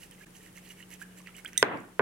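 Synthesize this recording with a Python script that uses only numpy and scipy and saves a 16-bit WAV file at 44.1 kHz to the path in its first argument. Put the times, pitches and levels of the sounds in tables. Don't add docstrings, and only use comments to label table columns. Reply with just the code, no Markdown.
import sys
import numpy as np
from scipy import signal
from scipy.fft import rfft, irfft, next_fast_len
from scipy.io import wavfile
from scipy.ndimage import uniform_filter1d, map_coordinates

SR = 44100
rng = np.random.default_rng(int(sys.argv[2]) if len(sys.argv) > 2 else 0)


def nominal_scale(level):
    x = np.asarray(level, float) / 20
    return 10 ** x


def master(y):
    cut = np.clip(np.atleast_2d(y).T, -1, 1)
    pcm = np.round(cut * 32767)
    wavfile.write(sys.argv[1], SR, pcm.astype(np.int16))


N = 88817

# [f/Hz, level/dB]
AIR_COLOUR = [(25, -19.5), (130, -1), (240, -6), (400, -5.5), (650, -13.5), (3030, -17.5), (4300, -24),
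              (9660, -19.5), (13000, -25.5), (15800, -28)]
# [f/Hz, likeness 0-1]
CHANNEL_LIKENESS = [(40, 0.36), (130, 0.88), (290, 0.77), (640, 0.38), (1400, 0.078), (6000, 0)]
# [f/Hz, rms level/dB]
FRIDGE_LINES = [(36, -70), (182.5, -57.5), (320, -70.5)]
# [f/Hz, t60/s]
KITCHEN_T60 = [(150, 0.47), (260, 0.76), (400, 0.39), (1000, 0.44), (3000, 0.37), (8000, 0.11)]
# [f/Hz, level/dB]
KITCHEN_COLOUR = [(50, -38), (120, -5.5), (300, 1.5), (800, -0.5), (2000, -2.5), (3500, -14.5), (5000, -22),
                  (9000, -3.5)]
# [t/s, level/dB, hardness f/Hz, first snap level/dB]
KNOCKS = [
    (1.6277, 9, 3940, 11.5),
    (1.9945, 3.5, 2000, -27),
]
# [f/Hz, width/Hz, level/dB]
WORKTOP_MODES = [(1540, 224, 2), (428, 143, 1.5), (275, 108, -3), (3170, 230, -21), (1110, 284, 1),
                 (2130, 49, -17), (660, 215, -2)]
# [delay t/s, level/dB, left lag t/s]
KNOCK_ECHOES = [
    (0, -0.5, .0001),
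    (.0018, 0.5, -.00005),
    (.0039, -7.5, .0001),
    (.0068, -8, -.00005),
]
# [f/Hz, level/dB, t60/s]
BOWL_MODES = [(2008, -16, 0.16), (3730, 0.5, 0.017), (5356, -30.5, .05), (6020, -13, 0.042),
              (6220, 2.5, 0.014), (6700, -24.5, 0.027), (6820, -21, 0.037), (8540, 1.5, 0.02),
              (8700, -23, 0.023), (11590, -11, 0.026), (14980, -22, .03), (15600, -24, .07),
              (12600, -21, .02)]
# [f/Hz, level/dB, t60/s]
RIM_NOTES = [(7650, -26, .2), (8595, -33, .35), (11220, -29, .15), (11580, -29, .3), (6078, -36, .25)]
# [t/s, peak level/dB, f/Hz, dull stick level/dB]
TICKS = [(0.1115, -40, 8900, -4), (0.023, -46, 12000, -8), (.196, -49, 11600, -8), (0.268, -50.5, 7700, -1),
         (0.3062, -51, 10000, 2), (0.367, -45, 6330, -6), (0.4634, -52.5, 9700, 16),
         (0.5277, -50, 10500, -12), (.582, -47, 6440, -10), (0.707, -54, 11400, -4),
         (.826, -50.5, 4240, 11), (.8914, -50, 11000, -6), (0.9046, -42, 11100, -8),
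         (1.1787, -53, 7110, -8), (1.217, -50, 6000, 5), (1.3523, -52, 7600, -10), (0.567, -44, 6140, -16),
         (0.6746, -49, 4230, 9), (0.8043, -50, 11050, -7), (0.9144, -43, 11400, -2),
         (0.9387, -40, 6300, -18), (1.0103, -44.5, 8660, -4), (1.0244, -40, 7630, -3),
         (1.1861, -46.5, 7670, 2), (1.272, -47.5, 4500, 23), (1.3659, -39, 7760, -16),
         (1.4479, -35, 8630, 2), (1.4792, -39, 8740, -1), (1.532, -41.5, 5970, 9.5),
         (1.773, -47.5, 4500, -17), (1.803, -47, 7100, -10.5)]
# [t/s, peak level/dB, first f/Hz, last f/Hz, climb t/s]
GULPS = [
    (1.342, -48, 2100, 2950, .014),
    (1.4495, -42, 1550, 2400, .007),
    (1.4562, -33, 2300, 3230, .005),
    (.224, -52, 1900, 2400, .016),
]
# [t/s, peak level/dB, f/Hz, rise over life
# 0-1, t60/s]
BUBBLES = [(.118, -53, 2900, 0.1, 0.023), (.209, -53, 1630, 0.06, 0.067), (.024, -53, 1920, 0.02, 0.016),
           (.03, -52.5, 2800, 0.06, 0.032), (.043, -54, 1800, 0.07, 0.017), (.18, -54, 1930, 0.1, 0.021),
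           (.483, -55, 1800, .05, .02), (1.394, -52, 2200, 0, .04), (0.267, -53, 1630, 0.1, 0.023),
           (.350, -54.5, 2570, 0.3, 0.031), (0.405, -55.5, 1776, 0.08, 0.028),
           (.575, -41.5, 2040, 0.06, 0.029), (0.656, -51, 4360, 0, 0.012), (.703, -46.5, 2800, 0.03, 0.042),
           (0.802, -43.5, 1800, 0.1, 0.025), (0.826, -45.5, 2710, 0.13, 0.022),
           (.834, -49, 2950, 0.03, .02), (.934, -52.5, 1953, 0.02, 0.042),
           (1.015, -40.5, 1484, 0.21, 0.064), (1.204, -51.5, 955, 0.19, 0.019),
           (1.26, -47, 2200, 0.29, 0.023), (1.287, -47.5, 1250, 0.06, 0.027),
           (1.4475, -42.5, 1397, 0.23, 0.055), (1.473, -47, 2090, .05, .03), (1.483, -51, 1950, 0, 0.025),
           (1.6215, -36, 2290, 0.1, 0.0093)]
# [f/Hz, width/Hz, level/dB]
LIQUID_MODES = [(1760, 234, -2), (2900, 280, 1.5)]
# [f/Hz, level/dB]
GLAZE_COLOUR = [(3500, -22), (3800, 4), (5000, 2.5), (6280, 3.5), (8000, 1.5), (11400, 6.5), (13500, 0),
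                (16000, 2.5)]
# [f/Hz, width/Hz, level/dB]
GLAZE_RINGS = [(6180, 190, 0.5), (7630, 110, 7), (11400, 850, -1)]
# [middle t/s, half length t/s, scrape level/dB, slosh level/dB]
STROKES = [(0.032, 0.044, -53, -59), (0.134, 0.035, -61.5, -62), (0.226, 0.054, -60, -61.5),
           (0.364, 0.036, -56, -66.5), (0.451, 0.064, -59.5, -61), (0.575, 0.032, -54.5, -58),
           (0.662, 0.051, -59, -59.5), (0.712, 0.033, -54, -56.5), (0.801, 0.046, -58.5, -57),
           (0.931, 0.036, -51, -53), (1.018, 0.027, -52.5, -53.5), (1.126, 0.027, -70, -65),
           (1.186, 0.032, -56, -59), (1.281, 0.035, -62, -53), (1.382, 0.034, -53.5, -54.5),
           (1.483, 0.02, -54, -54.5), (1.573, 0.057, -79, -53.5)]


def unit(x):
    return x / np.sqrt(np.mean(x ** 2) + 1e-20)


def along(points, hz):
    f, v = np.transpose(points)
    return np.interp(np.log(hz + 1), np.log(f + 1), v)


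def wobble(rate):
    knots = rng.standard_normal(int(N * rate / SR) + 4)
    return map_coordinates(knots, [np.arange(N) * rate / SR])


def flutter_db(t):
    return 2.5 * map_coordinates(rng.standard_normal(64), [t * 400])


def phase_blur(t, step):
    return step * rng.standard_normal(len(t)).cumsum()


def filtered(x, response):
    m = next_fast_len(N + SR // 2)
    return irfft(rfft(x, m) * response(np.fft.rfftfreq(m, 1 / SR)), m)[..., :N]


def peaks(table):
    def response(f):
        return sum((-1) ** k * nominal_scale(db) * 1j * f * width / (hz * hz - f * f + 1j * f * width)
                   for k, (hz, width, db) in enumerate(table))
    return response


def low_cut(hz):
    return lambda f: (1j * f / (hz + 1j * f)) ** 2


def add(track, s, sound):
    part = track[round(s * SR):][:len(sound)]
    part += sound[:len(part)]


def placed(x, pan_db, lag_s, low_db=None):
    sides = np.array([[1], [-1]])
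    if low_db is None:
        low_db = pan_db

    def response(f):
        side_db = pan_db + (low_db - pan_db) / (1 + (f / 1800) ** 2)
        return nominal_scale(side_db / 2 * sides) * np.exp(-1j * np.pi * f * lag_s * sides)
    return filtered(x[None], response)


def pair(a, b):
    def mid_and_side(f):
        turn = np.arccos(np.clip(along(CHANNEL_LIKENESS, f), 0, 1)) / 2
        return np.array([np.cos(turn), np.sin(turn)])
    mid, side = filtered(np.array([a, b]), mid_and_side)
    return np.array([mid + side, mid - side])


def room_air():
    noise = filtered(rng.standard_normal((2, N)), lambda f: nominal_scale(along(AIR_COLOUR, f)))
    return nominal_scale(-56.5) * unit(pair(*noise))


def fridge():
    t, hum = np.arange(N) / SR, np.zeros(N)
    for hz, db in FRIDGE_LINES:
        level_db = db + 2 + 2 * wobble(13.77)
        hum += nominal_scale(level_db) * np.sin(2 * np.pi * hz * t + 0.3 * wobble(10.06))
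    return hum


def kitchen(x):
    build_s, hall_s, hall_wide_s, hall_db, patchy_db = 0.0053, 0.11, 0.019, -9, 2
    hz, t, z = signal.stft(rng.standard_normal((2, SR * 3 // 4)), SR, nperseg=256)
    clumps = uniform_filter1d(rng.standard_normal(z.shape[1:]), size=3, axis=0)
    clumps = unit(uniform_filter1d(clumps, size=6, axis=1))
    hall = nominal_scale(hall_db) * np.exp(-((t - hall_s) / hall_wide_s) ** 2)
    swell = (1 - np.exp(-t / build_s)) * (1 + hall)
    level_db = patchy_db * clumps - 60 * t / along(KITCHEN_T60, hz)[:, None]
    tail = signal.istft(z * nominal_scale(level_db) * swell, SR, nperseg=256)[1]
    wet = signal.fftconvolve(x[None], tail / np.linalg.norm(tail[0]), axes=1)[:, :N]
    return pair(*filtered(wet, lambda f: nominal_scale(along(KITCHEN_COLOUR, f))))


def near_walls(x):
    t60, build_s = 0.2, 0.0013
    t = np.arange(SR // 4) / SR
    tail = rng.standard_normal((2, len(t))) * nominal_scale(-60 * t / t60) * (1 - np.exp(-t / build_s))
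    return signal.fftconvolve(x[None], tail / np.linalg.norm(tail[0]), axes=1)[:, :N]


def knocks():
    snap_lead_s = 0.00023
    push, snap, t = np.zeros(N), np.zeros(N), np.arange(SR // 100) / SR
    for s, db, hardness_hz, snap_db in KNOCKS:
        shape = np.exp(-(4 * hardness_hz * t - 2) ** 2)
        add(push, s, nominal_scale(db) * shape / shape.sum())
        snap[round((s - snap_lead_s) * SR)] = -nominal_scale(snap_db)

    def worktop(f):
        return sum(peaks([mode])(f) for mode in WORKTOP_MODES) * low_cut(301)(f)

    def snap_colour(f):
        return peaks([(4300, 3240, 0)])(f) ** 2 / (1 + (f / 13300) ** 16)
    return push, nominal_scale(-3.5) * (10 * filtered(push, worktop) + filtered(snap, snap_colour))


def thrown_knocks(blows, dull):
    out = np.zeros((2, N))
    for delay, db, lag in KNOCK_ECHOES:
        echo = np.roll(dull if delay else blows, round(delay * SR))
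        out += nominal_scale(db) * placed(echo, -10.5, lag, low_db=0.5)
    return out


def clink():
    t = np.arange(SR // 4) / SR
    ring = np.zeros(len(t))
    for modes, blur in ((BOWL_MODES, 1), (RIM_NOTES, 0.35)):
        for hz, db, t60 in modes:
            sway = map_coordinates(rng.standard_normal(80), [t * 300])
            sway_db = 4 * np.minimum(t / 0.0047, 1) * sway
            phase = 2 * np.pi * hz * t + phase_blur(t, blur * 0.11 * hz / 8000)
            ring += nominal_scale(db + sway_db - 60 * t / t60) * np.sin(phase)
    crack = nominal_scale(-23 - 60 * t / 0.015) * np.diff(rng.standard_normal(len(t) + 1))
    out = np.zeros(N)
    add(out, 1.5769, nominal_scale(-16.5) * (1 - np.exp(-t / 0.00021)) * (ring + crack))
    return filtered(out, low_cut(1300))


def ticks():
    note_t60, crack_t60, stick_t60, stick_hz = 0.009, 0.0043, 0.0086, 2000
    out, t = np.zeros(N), np.arange(SR // 20) / SR
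    for s, db, hz, dull_db in TICKS:
        note = nominal_scale(-60 * t / note_t60) * np.sin(2 * np.pi * hz * t + phase_blur(t, 0.12))
        grit = np.convolve(rng.standard_normal(len(t)), [1, 0, -1], "same")
        crack = nominal_scale(-3 - 60 * t / crack_t60) * grit
        stick = nominal_scale(dull_db - 6.5 - 60 * t / stick_t60) * np.sin(2 * np.pi * stick_hz * t)
        add(out, s, nominal_scale(db + 1.5) * (1 - np.exp(-t / 0.00027)) * (note + crack + stick))
    return out


def gulps():
    start_db, t60 = -8, 0.022
    out, t = np.zeros(N), np.arange(SR // 8) / SR
    for s, db, low_hz, high_hz, climb in GULPS:
        closed = np.clip(t / climb, 0, 1)
        ring_db = -60 * np.maximum(t - climb, 0) / t60
        level_db = db + start_db * (1 - closed) + ring_db + flutter_db(t)
        pitch = low_hz + (high_hz - low_hz) * np.sin(np.pi / 2 * closed) ** 2
        phase = 2 * np.pi * np.cumsum(pitch) / SR + phase_blur(t, 0.05)
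        add(out, s, nominal_scale(level_db) * (1 - np.exp(-t / 0.001)) * np.sin(phase))
    return out


def bubbles():
    out, t = np.zeros(N), np.arange(SR // 8) / SR
    for s, db, hz, rise, t60 in BUBBLES:
        pitch = hz * (1 + rise * (1 - np.exp(-t / (0.14 * t60))))
        level_db = db + 3 - 30 * t / t60 - 60 * (t / t60) ** 2 + flutter_db(t)
        phase = 2 * np.pi * np.cumsum(pitch) / SR + phase_blur(t, 0.05)
        add(out, s, nominal_scale(level_db) * (1 - np.exp(-t / 0.0011)) * np.sin(phase))
    return out


def droplets():
    count, cycles, rise = 900, 9, 0.15
    when = rng.random((count, 1))
    octaves = 0.33 * np.maximum(rng.standard_normal((count, 1)), -2)
    size_db = 5 * np.minimum(rng.exponential(1, (count, 1)), 2)
    k = np.arange(SR // 80)
    hz = np.minimum(2200 * 2 ** octaves, 3100)
    u = k * hz / SR / cycles
    tone = np.sin(2 * np.pi * cycles * u * (1 + rise * u / 2))
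    grains = nominal_scale(size_db) * u * np.exp(-4 * u) * tone
    places = (when * N).astype(int) + k
    return unit(np.bincount(places.ravel(), grains.ravel())[:N])


def slosh():
    pops_per_s = 3500
    pops = (rng.random(N) < pops_per_s / SR) * rng.standard_normal(N) * nominal_scale(2 * wobble(120))
    churn = filtered(pops, lambda f: peaks(LIQUID_MODES)(f) * peaks([(2300, 2500, 0)])(f) ** 2)
    return unit(unit(churn) + droplets())


def scrape():
    grit = rng.standard_normal(N) * nominal_scale(2 * wobble(270))

    def glaze(f):
        rings = 1 + 3 * nominal_scale(-6) * abs(peaks(GLAZE_RINGS)(f))
        return nominal_scale(along(GLAZE_COLOUR, f)) * (f > 3300) * rings
    return unit(filtered(grit, glaze))


def stirring():
    t = np.arange(N) / SR
    scrape_level, slosh_level = np.zeros(N), np.zeros(N)
    for middle, half, scrape_db, slosh_db in STROKES:
        stroke = np.exp(-2 * ((t - middle) / half) ** 2)
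        scrape_level += nominal_scale(scrape_db) * stroke
        slosh_level += nominal_scale(slosh_db) * stroke
    return scrape_level * scrape() + slosh_level * slosh()


def scene():
    push, blows = knocks()
    rim = clink()
    bowl = stirring() + bubbles() + gulps() + ticks()
    dull = filtered(blows, lambda f: 1 / (1 + 1j * f / 2200) ** 3)
    near = placed(bowl, -7.5, 0.000036) + placed(rim, -7.5, 0.0000275)
    near += thrown_knocks(blows, dull)
    near += nominal_scale(-10.5) * near_walls(rim) + nominal_scale(1.5) * pair(*near_walls(dull))
    far = kitchen(nominal_scale(-10.5) * (bowl + rim) + nominal_scale(10) * push)
    return near + far + room_air() + fridge()


def band_limit(x):
    return signal.sosfilt(signal.butter(12, 16530, fs=SR, output="sos"), x)


def record(dry):
    duck_db, stays_db, hold_s, back_s = -9, -2, 0.035, 0.11
    splice_s, splice_half_s, splice_depth_db = 0.2536, 0.0083, -18
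    clip_at, top_hz = 0.62, 15950
    t = np.arange(N) / SR
    since = t - KNOCKS[0][0]
    onset = np.clip((since - 0.001) / 0.0045, 0, 1)
    recovery = np.clip(1 - (since - hold_s) / back_s, 0, 1)
    gain_db = onset * (stays_db + duck_db * recovery)
    gain_db += splice_depth_db * np.clip(1 - abs(t - splice_s) / splice_half_s, 0, 1)
    clipped = np.clip(dry * nominal_scale(gain_db), -clip_at, clip_at)
    mix = filtered(clipped, lambda f: f < top_hz)
    return band_limit(mix)


dry = scene()
out = record(dry)
master(out)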